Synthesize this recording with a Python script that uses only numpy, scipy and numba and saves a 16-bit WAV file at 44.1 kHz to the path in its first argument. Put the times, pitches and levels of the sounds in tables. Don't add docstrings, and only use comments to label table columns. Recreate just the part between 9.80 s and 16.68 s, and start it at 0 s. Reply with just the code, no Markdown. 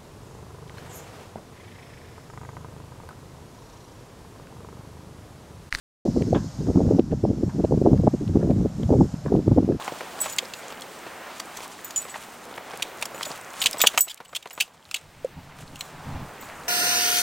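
import sys
import numpy as np
from scipy import signal
from scipy.fft import rfft, irfft, next_fast_len
from scipy.io import wavfile
from scipy.ndimage import uniform_filter1d
from numba import njit

SR = 44100
rng = np.random.default_rng(int(sys.argv[2]) if len(sys.argv) > 2 else 0)


def to_wav(s):
    ch = np.atleast_2d(s).T
    pcm = np.round(np.clip(ch, -1, 1) * 32767)
    wavfile.write(sys.argv[1], SR, pcm.astype(np.int16))


N = 303452
TIME = np.arange(N) / SR
HIT = TIME[:SR // 4]


def undb(db):
    return 10 ** (np.asarray(db) / 20)


def unit(x):
    return x / np.sqrt(np.mean(x ** 2))


def curve(rows):
    return np.interp(TIME, *np.transpose(rows))


def fade(t, t60):
    return np.exp(-np.log(1000) * np.maximum(t, 0) / t60)


def add(out, start_s, x):
    i = int(start_s * SR)
    out[i:i + len(x)] += x[:N - i]


def spectrum_db(hz, points):
    point_hz, point_db = np.transpose(points)
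    return np.interp(np.log(hz + 1), np.log(point_hz), point_db)


def colour(x, points):
    n = next_fast_len(2 * len(x), True) // 2 * 2
    hz = np.arange(n // 2 + 1) * SR / n
    cepstrum = irfft(np.log(undb(spectrum_db(hz, points))))
    cepstrum[1:n // 2] *= 2
    cepstrum[n // 2 + 1:] = 0
    return irfft(rfft(x, n) * np.exp(rfft(cepstrum)))[:len(x)]


def balance(x, edges_hz, levels_db, span_s):
    out = 0
    for low_hz, high_hz, db in zip(edges_hz, edges_hz[1:], levels_db):
        band = signal.butter(3, [low_hz, min(high_hz, SR * .45)], "band", fs=SR, output="sos")
        part = signal.sosfilt(band, x)
        out = out + undb(db) * part / np.std(part[:int(span_s * SR)])
    return out


def walk(rate_hz):
    k = max(int(SR / rate_hz), 2)
    held = np.repeat(rng.standard_normal(N // k + 1), k)
    return unit(uniform_filter1d(uniform_filter1d(held, k), k)[:N])


def crackle(n, rate_hz, spread_db):
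    sizes = undb(spread_db * np.minimum(rng.exponential(size=n), 5))
    return unit(sizes * rng.standard_normal(n) * (rng.random(n) < rate_hz / SR))


def swells(rows):
    return sum(undb(db) ** 2 * np.exp(-((TIME - s) / half) ** 2) for s, db, half in rows)


SPLINTER_DB = -7
THIN_HZ, THIN_DB_PER_OCTAVE = 4100, 20.5
# start_s, level_db, tear_s (fibres keep tearing), ring_hz, body_db (low band over the level)
TWIG_BREAKS = [(0.5838, -18, 0.0041, 3600, -23), (0.7362, -31.5, 0.0015, 4030, -27),
               (1.019, -35.5, 0.0033, 3650, -18), (1.6, -28.5, 0.0015, 2050, -3),
               (1.77, -38, .001, 5700, -5), (2.106, -36, .001, 4930, -5), (2.16, -34, .001, 3000, -20),
               (3.023, -21, 0.0037, 3520, -23), (3.224, -22, 0.00086, 3650, -1),
               (3.255, -30.5, 0.0012, 5300, -2), (3.429, -26.5, 0.0036, 3460, -15),
               (3.451, -34, 0.0052, 4330, -15), (3.816, -21, 0.0087, 2580, -19),
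               (3.839, -25, .0025, 2580, -20), (3.859, -12, 0.00059, 2420, -21),
               (3.867, -16.5, 0.0012, 3570, -30), (3.929, -29, .001, 5010, -12),
               (4.002, -23, 0.0079, 3320, -4.5), (4.015, -15.5, 0.0026, 3230, -21),
               (4.063, -23, 0.0084, 3170, -27.5), (4.07, -7.5, 0.0035, 3230, -25),
               (4.176, -12.5, 0.0018, 3100, 1), (4.28, -24, .008, 2540, -25),
               (4.295, -21.5, 0.022, 3410, -13), (4.375, -33, .003, 3200, -20),
               (4.449, -31.5, 0.0076, 2880, -3), (4.549, -16, 0.0059, 3180, -23),
               (4.559, -12, .008, 3400, -14), (4.626, -29.5, .003, 2640, -24),
               (4.672, -30.5, .002, 3400, -5), (4.706, -26.5, 0.0061, 2860, 0),
               (4.801, -10.5, .003, 2590, -20), (4.806, -3, 0.0044, 2680, -21.5),
               (4.82, -13.5, 0.0063, 2570, -10.5), (5.112, -17.5, 0.00083, 2590, -8),
               (5.143, -6, 0.0013, 2830, -13.5), (5.16, -20, 0.0089, 3400, -20),
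               (5.957, -35, .001, 2830, -12), (6.008, -24.5, 0.00093, 2980, -40)]


def twigs(tail_db=-23, t60=.023, tail_t60=.13):
    out = np.zeros(N)
    for start_s, level_db, tear_s, ring_hz, body_db in TWIG_BREAKS:
        force = fade(HIT - tear_s, t60) + undb(tail_db) * fade(HIT - tear_s, tail_t60)
        crack = colour(force * crackle(len(HIT), rate_hz=9000, spread_db=0.0), stick(ring_hz))
        splinter_db = SPLINTER_DB + THIN_DB_PER_OCTAVE * max(np.log2(ring_hz / THIN_HZ), 0)
        levels_db = level_db + np.array([body_db, 0, splinter_db])
        add(out, start_s, balance(crack, [150, 1900, 5700, 17000], levels_db, tear_s + .004))
    return out


# freq_hz, level_db
TWIG_SPECTRUM = [(150, -52.5), (700, -15.5), (1800, -13.5), (2450, -4.5), (3200, 0.5), (4200, -4),
                 (5500, -10), (7500, -6), (10500, -16), (15000, -18)]


def stick(ring_hz, ring_db=7, width_hz=240, ripple_db=3.5):
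    hz = np.arange(150, 17000, 150)
    ripple = unit(uniform_filter1d(rng.standard_normal(len(hz)), size=3))
    main = ring_db / (1 + ((hz - ring_hz) / width_hz) ** 2)
    return np.transpose([hz, spectrum_db(hz, TWIG_SPECTRUM) + main + ripple_db * ripple])


CRUNCH_DB = -13.5
# freq_hz, level_db
LITTER_SPECTRUM = [(60, -14.5), (300, -6.5), (500, 1.5), (700, 1), (1000, 2.5), (1500, -4), (2300, -6),
                   (3500, -5.5), (8000, -19), (15000, -21)]
# start_s, level_db, thud_db (low band over the level)
FOOTFALLS = [(0.078, -29.5, -4), (0.12, -44.5, 11.5), (0.207, -34.5, -0.5), (0.458, -32.5, -5),
             (0.625, -49, 11), (1.265, -41.5, 1), (1.41, -52, 2), (2.251, -42.5, -3), (2.341, -36, -19),
             (2.354, -35, -19), (2.776, -36.5, -5), (2.934, -39.5, 0), (2.997, -42, -4), (3.345, -43, 2.5),
             (3.409, -33.5, -13), (3.463, -42, 2.5), (3.504, -40, 2), (3.942, -38.5, 3), (4.038, -20, -5),
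             (4.05, -34, -5), (4.141, -39, -3), (4.269, -34.5, -3.5), (4.402, -27.5, -5.5),
             (4.529, -29.5, -5.5), (4.657, -25.5, -5), (4.777, -24.5, -7)]


def steps(t60=0.047):
    out = np.zeros(N)
    for start_s, level_db, thud_db in FOOTFALLS:
        grains = fade(HIT - .0025, t60) * crackle(len(HIT), rate_hz=6900, spread_db=3)
        crunch = colour(grains, LITTER_SPECTRUM)
        levels_db = level_db + np.array([thud_db, 0, CRUNCH_DB])
        add(out, start_s, balance(crunch, [110, 700, 2500, 14000], levels_db, 0.02))
    return out


SWING_S, SWING_DB = 0.12, -58.5
MAIN_MODES_HZ = [6990, 7920, 14485]
# start_s, level_db (before strike_db), lean_db (second main mode over the first),
# high_db (high main mode over the level)
TAG_STRIKES = [(0.403, -27, 13, -14), (0.413, -24, 13, -2), (0.481, -41, -14, -25), (0.524, -36, -15.5, 0),
               (0.74, -51, 12, -19), (2.045, -40, -5, 9), (2.16, -21, -15, -35), (2.175, -22.5, -16, -26),
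               (2.216, -37.5, 26, -10), (2.295, -39, 6, -22), (3.345, -43.5, -11, -5),
               (3.454, -37, -7, -14), (3.802, -32, -13, -34), (3.822, -36, 8, 4), (3.982, -34.5, 15.5, -6),
               (4.015, -23, -0.5, 9), (4.187, -26.5, 2.5, 0), (4.207, -4, 8, 5.5), (4.48, -39, 14.5, -15),
               (4.73, -33.5, 2, 7), (5.99, -44.5, -10, -7), (6.609, -53, -7, 12)]


def tag(stir_db, strike_db=5, rattle_s=.05, rattle_db=-58, scatter_db=4, scrape_db=-18, scrape_t60=0.078, count=4):
    out = np.zeros(N)
    hz, mode_db, _ = np.transpose(TAG_PARTIALS)
    lively_db = stir_db - np.mean(stir_db)
    for start_s, level_db, lean_db, high_db in TAG_STRIKES:
        levels_db = level_db + np.array([min(-lean_db, 0), min(lean_db, 0), high_db])
        strike = ring(mode_db + np.interp(hz, MAIN_MODES_HZ, levels_db), detune=.0006)
        noise = rng.standard_normal(len(HIT))
        scrape = unit(colour(noise, [(400, -40), (3000, 2.0), (8000, 12.5), (15000, 5.5)]))
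        scrape_gain = undb(max(levels_db) + scrape_db)
        add(out, start_s, strike + scrape_gain * fade(HIT, scrape_t60) * scrape)
        swing_db = SWING_DB + mode_db + scatter_db * rng.standard_normal(len(hz))
        swing = ring(swing_db, detune=.0006)
        add(out, start_s + SWING_S * (.5 + rng.random()), swing)
        for lag_s in rattle_s * rng.random(count):
            touch_db = rattle_db + lively_db[int(start_s * SR)] + mode_db / 2
            touch_db = touch_db + scatter_db * rng.standard_normal(len(hz))
            add(out, start_s + lag_s, ring(touch_db, detune=.012))
    return out * undb(strike_db)


# pitch_hz, level_db, t60_s
TAG_PARTIALS = [(5730, -27, .14), (6990, 0, .1), (7080, -16, .1), (7845, -14, .09), (7921, 0, .11),
                (9080, -20, .06), (9400, -29, .15), (10680, -26, .12), (12820, -27, .1), (14485, 0, .06),
                (14850, -17, .12), (15080, -24, .08)]


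def ring(levels_db, detune, contact_s=0.0015):
    out = 0
    for (mode_hz, _, t60), db in zip(TAG_PARTIALS, levels_db):
        pitch_hz = mode_hz * (1 + detune * rng.standard_normal())
        phase = pitch_hz * HIT + rng.random()
        out = out + undb(db) * fade(HIT, t60) * np.sin(2 * np.pi * phase)
    return out * np.minimum(HIT / contact_s, 1)


# freq_hz, level_db
NEEDLE_SPECTRUM = [(300, -7), (1200, -4), (3200, 0), (5000, -5.5), (7200, -1.5), (10000, -8), (15000, -18)]


def rustle(stir_db, patchy_db=4.0, rub_db=-2.5, tick_db=-3, chip_db=-9):
    rub = colour(crackle(N, rate_hz=8200, spread_db=-0.5), NEEDLE_SPECTRUM)
    rub = unit(rub * undb(patchy_db * walk(45)))
    brittle = crackle(N, rate_hz=80, spread_db=5.5)
    chips = unit(colour(brittle, [(2000, -21.5), (5000, -5), (8500, 1), (15000, -7.5)]))
    return (undb(rub_db) * rub + undb(tick_db) * ticks() + undb(chip_db) * chips) * undb(stir_db)


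def ticks(count=1500, cycles=14, spread_db=6.0):
    out, t = np.zeros(N), HIT[:SR // 40]
    for when, place, length, size in rng.random((count, 4)):
        pitch_hz = 500 * 30 ** place
        level_db = spread_db * min(-np.log(1 - size), 4) + spectrum_db(pitch_hz, NEEDLE_SPECTRUM)
        decay = fade(t, cycles * (.5 + length) / pitch_hz)
        tone = decay * np.sin(2 * np.pi * pitch_hz * t)
        add(out, when * TIME[-1], undb(level_db) * np.sqrt(pitch_hz) * tone)
    return unit(out)


STIR_DB, STIR_SLOPE, STIR_RISE_S, STIR_SETTLE_S = -34, 0.44, 0.048, 0.04
REST_DB = -60
# centre_s, level_db, half_s
PAW_DRAGS = [(0.02, -45.5, .06), (0.45, -40, .05), (0.9, -49, 0.12), (1.8, -44.5, 0.041),
             (2.3, -48.5, 0.48), (3.45, -43, 0.1), (3.85, -39, .05), (4.3, -37.5, 0.057),
             (5.82, -47.5, .08), (6.65, -47.5, 0.044)]


def stir():
    power = undb(REST_DB) ** 2 + swells(PAW_DRAGS)
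    for start_s, level_db, *_ in FOOTFALLS + TWIG_BREAKS:
        away = np.maximum((start_s - TIME) / STIR_RISE_S, (TIME - start_s) / STIR_SETTLE_S)
        blow_power = undb(STIR_DB + STIR_SLOPE * level_db) ** 2
        power = np.maximum(power, blow_power * np.exp(-away))
    return 10 * np.log10(power)


def knocks(rate_hz=14, knock_db=-6, t60=.035, spread_db=2.5):
    blows = signal.fftconvolve(abs(crackle(N, rate_hz, spread_db)), fade(HIT, t60))[:N]
    return undb(knock_db) * unit(colour(blows * rng.standard_normal(N), LITTER_SPECTRUM))


HOLD_S, HOLD_DB = 4.4, -53.5
# freq_hz, level_db
CASE_SPECTRUM = [(20, -2), (40, -15), (55, -6), (95, 0.5), (115, -3.5), (150, 4), (195, -5), (235, -9),
                 (272, -4), (330, -17), (520, -28), (860, -14.5), (1300, -31), (4000, -61)]
# centre_s, level_db, half_s
FINGER_RUBS = [(5.26, -41, 0.031), (5.39, -34, 0.033), (5.6, -37.5, 0.11), (5.89, -37, 0.067),
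               (6.35, -43, .14), (6.33, -31, .045), (6.62, -51, .03)]
# start_s, level_db, pitch_hz, t60_s
FINGER_TAP = (5.4455, -5, 520, .036)


def hand(rub_db=3.5, tick_db=-28):
    grip = np.sqrt(swells(FINGER_RUBS) + undb(HOLD_DB) ** 2 * (TIME > HOLD_S))
    rumble = unit(colour(rng.standard_normal(N), CASE_SPECTRUM))
    out = rumble * grip * undb(rub_db * walk(30))
    start_s, level_db, pitch_hz, t60 = FINGER_TAP
    push = np.minimum(HIT / .003, 1) * fade(HIT - .004, t60)
    tick_noise = unit(colour(rng.standard_normal(len(HIT)), NEEDLE_SPECTRUM))
    tick = undb(tick_db) * fade(HIT, t60) * tick_noise
    add(out, start_s, undb(level_db) * (push * np.sin(2 * np.pi * pitch_hz * HIT) + tick))
    return out


def trunks(x, t60=0.22, wet_db=-23):
    t = TIME[:SR // 2]
    ports = []
    for _ in range(2):
        arrivals = crackle(len(t), rate_hz=830, spread_db=1) * fade(t, t60)
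        echo = colour(arrivals, [(300, -8), (3000, -6.5), (14000, 14.0)])
        ports.append(signal.fftconvolve(x, echo / np.linalg.norm(echo))[:N])
    return undb(wet_db) * np.array(ports)


WIND_DB = -42.81
# time_s, level_db
GUST_CURVE = [(0, 4), (.5, 3), (1, 1.7), (1.5, 2.1), (2.6, 0.1), (3.2, 2), (3.8, 1), (4.5, -1.5), (5.2, 3),
              (5.8, -1), (6.88, 0.5)]
# freq_hz, level_db (per Hz)
WIND_SPECTRUM = [(25, -38), (60, -10.5), (100, -8.5), (150, -3), (200, -1.5), (330, -1), (750, 3.5),
                 (1300, 0.5), (2300, -5.5), (3700, -11.5), (6000, -16), (9000, -16.5), (10200, -23.5),
                 (16000, -21)]


def wind(flicker_db=1.5, sway_db=1.28):
    hz = np.arange(N // 2 + 1) * SR / N
    air = rfft(rng.standard_normal(N)) * undb(spectrum_db(hz, WIND_SPECTRUM))
    octave, out = np.log2(np.clip(hz, 32, 16384)), 0
    for centre in range(5, 15):
        band = irfft(air * np.maximum(1 - abs(octave - centre), 0), N)
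        out = out + band * undb(sway_db * walk(2.316) + flicker_db * walk(17))
    return unit(out) * undb(WIND_DB + curve(GUST_CURVE))


# freq_hz, level_db (side over mid)
WIND_SIDE_SPECTRUM = [(60, -15), (380, -11), (700, -17), (1300, -22.5), (2400, -40.5), (4400, -13.5),
                      (8100, -7.5), (15000, 1)]
DOG_SIDE_SPECTRUM = [(100, -13), (380, -22), (700, -25), (2400, -26.5), (8000, -23), (15000, -22.5)]


def scene():
    stir_db = stir()
    dog = twigs() + steps() + tag(stir_db) + rustle(stir_db) + knocks() * undb(stir_db)
    quarter_turn = irfft(1j * rfft(dog), N)
    side = colour(wind(), WIND_SIDE_SPECTRUM) + colour(quarter_turn, DOG_SIDE_SPECTRUM)
    return dog + trunks(dog) + hand() + wind() + side * np.array([[1], [-1]])


@njit
def duck(over_db, hold_s, release_db):
    out, cut, wait = np.zeros(len(over_db)), 0., 0.
    for i in range(len(over_db)):
        wait -= 1 / SR
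        if over_db[i] > cut:
            cut, wait = over_db[i], hold_s
        elif wait < 0:
            cut = max(cut - release_db / SR, 0.)
        out[i] = cut
    return out


TOP_HZ = 15900


def record(dry, ceiling_db=-7, hold_s=1.0, release_db=13.5):
    edge = np.diff(dry.mean(axis=0), prepend=0)
    power = uniform_filter1d(edge ** 2, size=128)
    over_db = 10 * np.log10(np.maximum(power, 1e-12)) - ceiling_db
    cut_db = duck(over_db, float(hold_s), float(release_db))
    out = dry * undb(-cut_db + np.array([[-.2], [.2]]))
    low_pass = signal.ellip(8, .2, 70, TOP_HZ, fs=SR, output="sos")
    return np.clip(signal.sosfilt(low_pass, out), -1, 1)


dry = scene()
out = record(dry)
to_wav(out)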